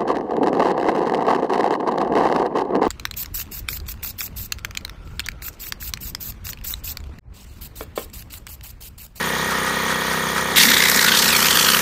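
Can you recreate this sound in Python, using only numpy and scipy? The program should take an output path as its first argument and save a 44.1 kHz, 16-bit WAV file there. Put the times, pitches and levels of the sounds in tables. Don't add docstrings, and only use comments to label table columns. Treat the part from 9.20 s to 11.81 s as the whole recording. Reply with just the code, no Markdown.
import sys
import numpy as np
from scipy import signal
from scipy.fft import rfft, irfft, next_fast_len
from scipy.io import wavfile
from scipy.ndimage import uniform_filter1d, map_coordinates

SR = 44100
rng = np.random.default_rng(int(sys.argv[2]) if len(sys.argv) > 2 else 0)


def magnitude_from_level(level_db):
    exponent = np.asarray(level_db, float) / 20
    return 10 ** exponent


def wav_out(sig):
    wavfile.write(sys.argv[1], SR, np.round(np.clip(np.atleast_2d(sig).T, -1, 1) * 32767).astype(np.int16))


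N = 115101

TURNS_PER_S = 32.103
TRIGGER_S = 1.358
EVENNESS = 0.6

# time in seconds, level in dB before the sputter.
AIR_FLOW = [(1.36, -19), (1.414, -17.5), (1.534, -24.5), (2.424, -23), (2.61, -23.5)]
# frequency in Hz, relative density in dB per Hz; the last row is unused.
JET_SPECTRUM = [(410, -54), (700, -32), (954, -27), (1100, -12), (1250, -7), (1680, 0.5), (2610, 1.5),
                (3250, -5.5), (4490, -0.5), (4910, -3.5), (10500, -9), (13100, -6), (15300, -15)]
# middle in seconds, level in dB before a trim,
# length in seconds, treble relative to the mid band in dB before a trim.
PLASTER_SLUGS = [(1.3725, -9.5, 0.0112, -4), (1.3849, -8.4, 0.016, -5), (1.4158, -10.2, 0.0125, -8),
                 (1.4353, -10.3, 0.0109, -7), (1.4551, -10.4, 0.0054, -4), (1.4704, -12.4, 0.0037, -3),
                 (1.4888, -10.2, 0.0099, -7), (1.5038, -13.6, 0.0056, -3), (1.5181, -9.7, 0.0097, -10),
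                 (1.5411, -12.6, 0.0149, -6), (1.5541, -16.4, 0.0039, -3), (1.5697, -8.2, 0.0078, -13),
                 (1.5825, -14.7, 0.0101, -5), (1.6054, -9.6, 0.0056, -12), (1.6244, -11.0, 0.0101, -12),
                 (1.6392, -14.5, 0.0062, -2), (1.657, -13.6, 0.0082, -4), (1.673, -16.1, 0.0045, -4),
                 (1.6864, -12.6, 0.0058, -3), (1.6989, -13.4, 0.0059, 3), (1.7162, -14.2, 0.0069, -4),
                 (1.7473, -13.5, 0.009, -6), (1.7626, -15.9, 0.0059, 1), (1.7751, -14.2, 0.0074, -4),
                 (1.7944, -9.2, 0.0049, -11), (1.8125, -13.1, 0.0097, -6), (1.829, -14.1, 0.009, -3),
                 (1.8467, -12.9, 0.0112, -4), (1.8652, -15.1, 0.0112, -4), (1.885, -11.5, 0.0076, -6),
                 (1.8939, -11.8, 0.0034, -10), (1.9234, -12.0, 0.0118, -10), (1.952, -13.3, 0.016, -7),
                 (1.9734, -13.6, 0.0159, -4), (1.9934, -14.7, 0.0159, -4), (2.0244, -13.8, 0.0143, -4),
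                 (2.0444, -15.4, 0.0081, 1), (2.059, -11.9, 0.0062, -7), (2.0811, -15.3, 0.0039, 0),
                 (2.0889, -15.2, 0.0148, -4), (2.1052, -15.0, 0.0051, -6), (2.1305, -15.3, 0.016, -3),
                 (2.1533, -13.6, 0.0087, -5), (2.1665, -15.4, 0.009, 0), (2.1924, -17.2, 0.0041, -3),
                 (2.2052, -14.4, 0.0072, -2), (2.2272, -11.8, 0.0092, -8), (2.2469, -15.0, 0.0044, -1),
                 (2.2571, -13.8, 0.0071, -5), (2.269, -15.6, 0.0079, -2), (2.2855, -13.8, 0.0045, -4),
                 (2.3111, -11.6, 0.0139, -6), (2.3291, -13.2, 0.0049, -5), (2.3578, -13.6, 0.0093, -7),
                 (2.3729, -9.7, 0.0054, -6), (2.397, -11.5, 0.0089, -9), (2.4139, -13.6, 0.0101, -6),
                 (2.4287, -12.8, 0.0069, -4), (2.4495, -10.9, 0.0093, -10), (2.4671, -13.9, 0.0117, -6),
                 (2.4888, -12.3, 0.0123, -5), (2.5032, -11.4, 0.0082, -5), (2.52, -14.2, 0.0092, -5),
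                 (2.5364, -12.4, 0.0051, -6), (2.5475, -11.1, 0.0058, -8), (2.5703, -15.6, 0.0067, -5),
                 (2.5926, -13.1, 0.006, -6)]
# time in seconds, low cavity in Hz, its relative level in dB,
# upper cavity in Hz, its relative level in dB, wall echo lag in seconds, echo share 0-1.
GUN_PATH = [(1.36, 2130, -9.5, 3350, -4, 0.00049, 0), (1.45, 1800, -7.5, 3620, -6.5, 0.00052, 0.1),
            (1.6, 2000, -2.5, 3570, -7, 0.00057, 0.3), (1.75, 1872, -13.5, 4540, -14, 0.00055, 0.5),
            (1.85, 1500, -6.5, 4240, -6, 0.00056, 0.45), (1.92, 1440, -8, 3300, -2, 0.0007, 0.15),
            (2.05, 1420, -20.5, 3900, -8, 0.00066, 0.4), (2.2, 1400, -5, 2800, -11, 0.00098, 0.6),
            (2.3, 1220, -12.5, 3180, -6.5, 0.00064, 0.2), (2.45, 1210, -10.5, 3400, -5.5, .00068, 0.6),
            (2.53, 1250, -7.5, 3000, -10, 0.00066, 0.3), (2.61, 1380, -7, 2940, -2, 0.0008, 0.3)]
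# time in seconds, level in dB before a trim.
HOPPER_RUMBLE = [(1.36, -30), (1.502, -24.5), (1.69, -53), (1.77, -27), (1.826, -52), (1.856, -33.5),
                 (2.032, -37), (2.052, -29.5), (2.156, -39), (2.258, -34), (2.282, -49), (2.348, -30),
                 (2.434, -52), (2.488, -33.5), (2.56, -42), (2.61, -54)]
# multiple of the turn rate, relative level in dB.
EXHAUST_HARMONICS = [(1, -26), (2, -5), (3, -12.5), (4, -18.5), (5, 1), (6, -0.5), (7, 1), (8, -22.5),
                     (9, -3.5), (10, -32.5), (11, -8.5), (12, -1), (13, -8.5), (14, -1.5), (15, -3),
                     (16, 0), (17, -4), (18, -20.5), (19, -9), (20, -16), (21, -7), (22, -28.5), (23, -8),
                     (24, -31.5), (25, -44), (26, -9), (27, -4), (28, -5.5), (29, -0.5), (30, -4), (31, 0),
                     (32, -17), (33, -12), (34, -6.5), (35, -1), (36, -24.5), (37, -20.5), (38, 1.5),
                     (39, -7.5), (40, -7), (41, -5), (42, -13.5), (43, -30.5), (44, -8), (45, -6), (46, -1),
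                     (47, -22), (48, -29.5), (49, -5), (50, -28), (51, -3), (52, -15.5), (53, -2),
                     (54, -22), (55, -25), (56, -24.5), (57, -0.5), (58, -18), (59, 3.5), (60, -13),
                     (61, -65), (62, -53), (63, -29), (64, -16), (65, -29), (66, -27), (67, -28),
                     (68, -4.5), (69, -6), (70, -19), (71, -10), (72, -23), (73, -9), (74, -40), (75, -4.5),
                     (76, -14.5)]
SILENCER_DELAYS = [(2, .27), (4, .65), (5, .1), (9, .05), (12, .5), (13, .5), (14, .26), (17, .03),
                   (22, .12), (28, 0), (30, .01), (33, .14), (35, 0), (46, .05)]
# place in the turn 0-1, length in seconds, centre in Hz, width in Hz,
# level in dB about which it drifts.
VALVE_PUFFS = [(.93, .005, 9150, 350, -32), (.06, .004, 9800, 600, -37), (.45, .012, 14600, 500, -38.5),
               (.05, .016, 3330, 130, -34), (.42, .009, 6600, 900, -37), (.05, .005, 12500, 2500, -44),
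               (.36, .004, 1100, 600, -30)]
# middle in seconds, level in dB.
MACHINE_RUSHES = [(.07, -34), (.32, -25.5), (.48, -25), (.71, -23.5), (.93, -25.5), (1.18, -23)]
# frequency in Hz, relative density in dB per Hz.
FAN_LOW_SPECTRUM = [(18, -43), (30, -21), (50, -22), (80, -16), (110, -12), (160, -12), (250, -13),
                    (330, -16), (400, -11), (520, -11), (620, -16), (780, -13)]
# frequency in Hz, relative density in dB per Hz; the last row is unused.
FAN_HIGH_SPECTRUM = [(940, -7.5), (1300, -7), (1580, -15.5), (1850, -1.2), (2200, -13.5), (2600, -17),
                     (3280, -12.5), (4500, -16), (5200, -19.5), (6700, -16), (7600, -29.5), (9320, -21),
                     (10600, -30), (12500, -26.5), (13700, -24.5), (15300, -21.5), (16000, -50)]


def rms_one(x):
    return x / np.sqrt(np.mean(x ** 2) + 1e-20)


def in_time(rows):
    s, *columns = np.transpose(rows)
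    return [np.interp(np.arange(N) / SR, s, column) for column in columns]


def drift(rate):
    step = 20
    r = np.exp(-2 * np.pi * rate * step / SR)
    white = rng.standard_normal(N // step + 2002)
    slow = signal.lfilter([1], [1, -2 * r, r * r], white)[2000:]
    return np.interp(np.arange(N) / step, np.arange(len(slow)), rms_one(slow))


def resonance(x, hz, width_hz):
    r = np.exp(-np.pi * width_hz / SR)
    gain = np.sqrt((1 - r * r) / 2)
    poles = [1, -2 * r * np.cos(2 * np.pi * hz / SR), r * r]
    return signal.lfilter(gain * np.array([1, 0, -1]), poles, x)


def moving_ring(white, hz, width_hz):
    out = np.zeros(N)
    block = 256
    for i in range(int(TRIGGER_S * SR) - block, N, block):
        run = white[i - block:i + block]
        ring = resonance(resonance(run, hz[i], width_hz), hz[i], 2 * width_hz)
        out[i:i + block] = ring[block:]
    return rms_one(out) * np.sqrt(1 - TRIGGER_S * SR / N)


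def banded_noise(spectrum, patchy_db, rate):
    hz, db = np.transpose(spectrum[:-1])
    edges = 28 * 2 ** (np.arange(29) / 3)
    size = next_fast_len(N)
    bins_hz = np.arange(size // 2 + 1) * SR / size
    tilt = magnitude_from_level(np.interp(np.log(bins_hz + 1), np.log(hz), db))
    shaped = irfft(rfft(rng.standard_normal((2, N)), size) * tilt, size)[:, :N]
    out = 0
    for k, (low, high) in enumerate(zip(edges, edges[1:])):
        flicker = magnitude_from_level(patchy_db * drift(rate))
        band = signal.butter(2, [low, high], "band", fs=SR, output="sos")
        out = out + flicker * signal.sosfilt(band, shaped[k % 2])
    return rms_one(out)


def bumps(times, db, lengths):
    out = np.zeros(N)
    for s, level, length in zip(times, db, lengths):
        i = np.arange(max(int((s - 2 * length) * SR), 0), min(int((s + 2 * length) * SR), N))
        swell = magnitude_from_level(level) * np.exp(-((i / SR - s) / length * 2.05) ** 2)
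        out[i] = np.hypot(out[i], swell)
    return out


def jet():
    treble_from_hz = 5500
    flow_db, = in_time(AIR_FLOW)
    low_hz, low_db, high_hz, high_db, lag_s, echo = in_time(GUN_PATH)
    white = rng.standard_normal((2, N))
    hiss = banded_noise(JET_SPECTRUM, patchy_db=1.96, rate=25)
    treble = signal.sosfilt(signal.butter(4, treble_from_hz, "high", fs=SR, output="sos"), hiss)
    body = magnitude_from_level(-2) * signal.sosfilt(signal.butter(4, treble_from_hz, fs=SR, output="sos"), hiss)
    body = body + magnitude_from_level(low_db) * moving_ring(white[0], low_hz, width_hz=410)
    body = body + magnitude_from_level(high_db) * moving_ring(white[1], high_hz, width_hz=530)
    body = body / (uniform_filter1d(body ** 2, size=200) + 1e-3) ** (EVENNESS / 2)

    s, db, length, treble_db = np.transpose(PLASTER_SLUGS)
    sputtering_flow = magnitude_from_level(flow_db + 3.5 * drift(43))
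    spatter = magnitude_from_level(1.9 * drift(310))
    body = body * spatter * np.hypot(sputtering_flow, bumps(s, db - 0.5, length))
    reflected = map_coordinates(body, [np.arange(N) - lag_s * SR], order=3)
    body = (body + echo * reflected) / np.hypot(1, echo)

    steady_treble = magnitude_from_level(flow_db + 4)
    return body + treble * np.hypot(steady_treble, bumps(s, db + treble_db + 2.5, length))


def hopper():
    hz, width_hz, trim_db = 220, 55, 0.5
    level_db, = in_time(HOPPER_RUMBLE)
    ring = resonance(resonance(rng.standard_normal(N), hz, width_hz), hz, 2 * width_hz)
    even = ring / uniform_filter1d(ring ** 2, size=900) ** (EVENNESS / 2)
    return magnitude_from_level(level_db + trim_db) * rms_one(even)


def exhaust():
    first_pulse_s, timing_wander_turns = 0.0095, 0.004
    level_db, waver_db, waver_per_s = -38.5, 0.7, 5
    casing_from_order = 46
    t = np.arange(N) / SR
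    turns = (t - first_pulse_s) * TURNS_PER_S + timing_wander_turns * drift(waver_per_s)
    delay_turns = np.interp(np.arange(129), *np.transpose(SILENCER_DELAYS))
    pulse_phase = -2 * np.pi * np.cumsum(delay_turns)
    casing_phase = rng.uniform(0, 2 * np.pi, 129)
    out = np.zeros(N)
    for order, db in EXHAUST_HARMONICS:
        phase = (pulse_phase if order < casing_from_order else casing_phase)[int(order)]
        level = magnitude_from_level(level_db + db + waver_db * drift(waver_per_s))
        out += level * np.sqrt(2) * np.cos(2 * np.pi * order * turns + phase)
    return out


def valves():
    turn = np.arange(N) / SR * TURNS_PER_S
    out = np.zeros(N)
    for place, length, hz, width_hz, db in VALVE_PUFFS:
        from_middle_s = ((turn - place + 0.5) % 1 - 0.5) / TURNS_PER_S
        puff = np.exp(-(from_middle_s / length * 2) ** 2)
        out += magnitude_from_level(db + drift(6.9)) * puff * resonance(rng.standard_normal(N), hz, width_hz)
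    return out


def rushes():
    s, db = np.transpose(MACHINE_RUSHES)
    white = rng.standard_normal(N)
    mid = resonance(white, hz=1360, width_hz=280)
    treble = magnitude_from_level(-10) * resonance(white, hz=3300, width_hz=4200)
    return bumps(s, db, np.full(len(s), 0.054)) * (mid + treble)


def fan():
    return magnitude_from_level(-25.5) * banded_noise(FAN_LOW_SPECTRUM + FAN_HIGH_SPECTRUM, patchy_db=1.8, rate=21)


def scene():
    open_s = 0.0026
    t = np.arange(N) / SR
    machine = exhaust() + valves() + rushes() + fan()
    trigger = np.clip((t - TRIGGER_S) / open_s, 0, 1)
    return (machine + trigger * (jet() + hopper()))[None]


def roll_off(x):
    return signal.sosfilt(signal.butter(12, 16290, fs=SR, output="sos"), x)


def record(dry):
    overload_level, cutoff_hz = 0.95, 15780
    rounded = overload_level * np.tanh(dry / overload_level)
    low_pass = signal.cheby2(14, 60, cutoff_hz, fs=SR, output="sos")
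    mix = signal.sosfilt(low_pass, rounded)
    return roll_off(mix)


dry = scene()
out = record(dry)
wav_out(out)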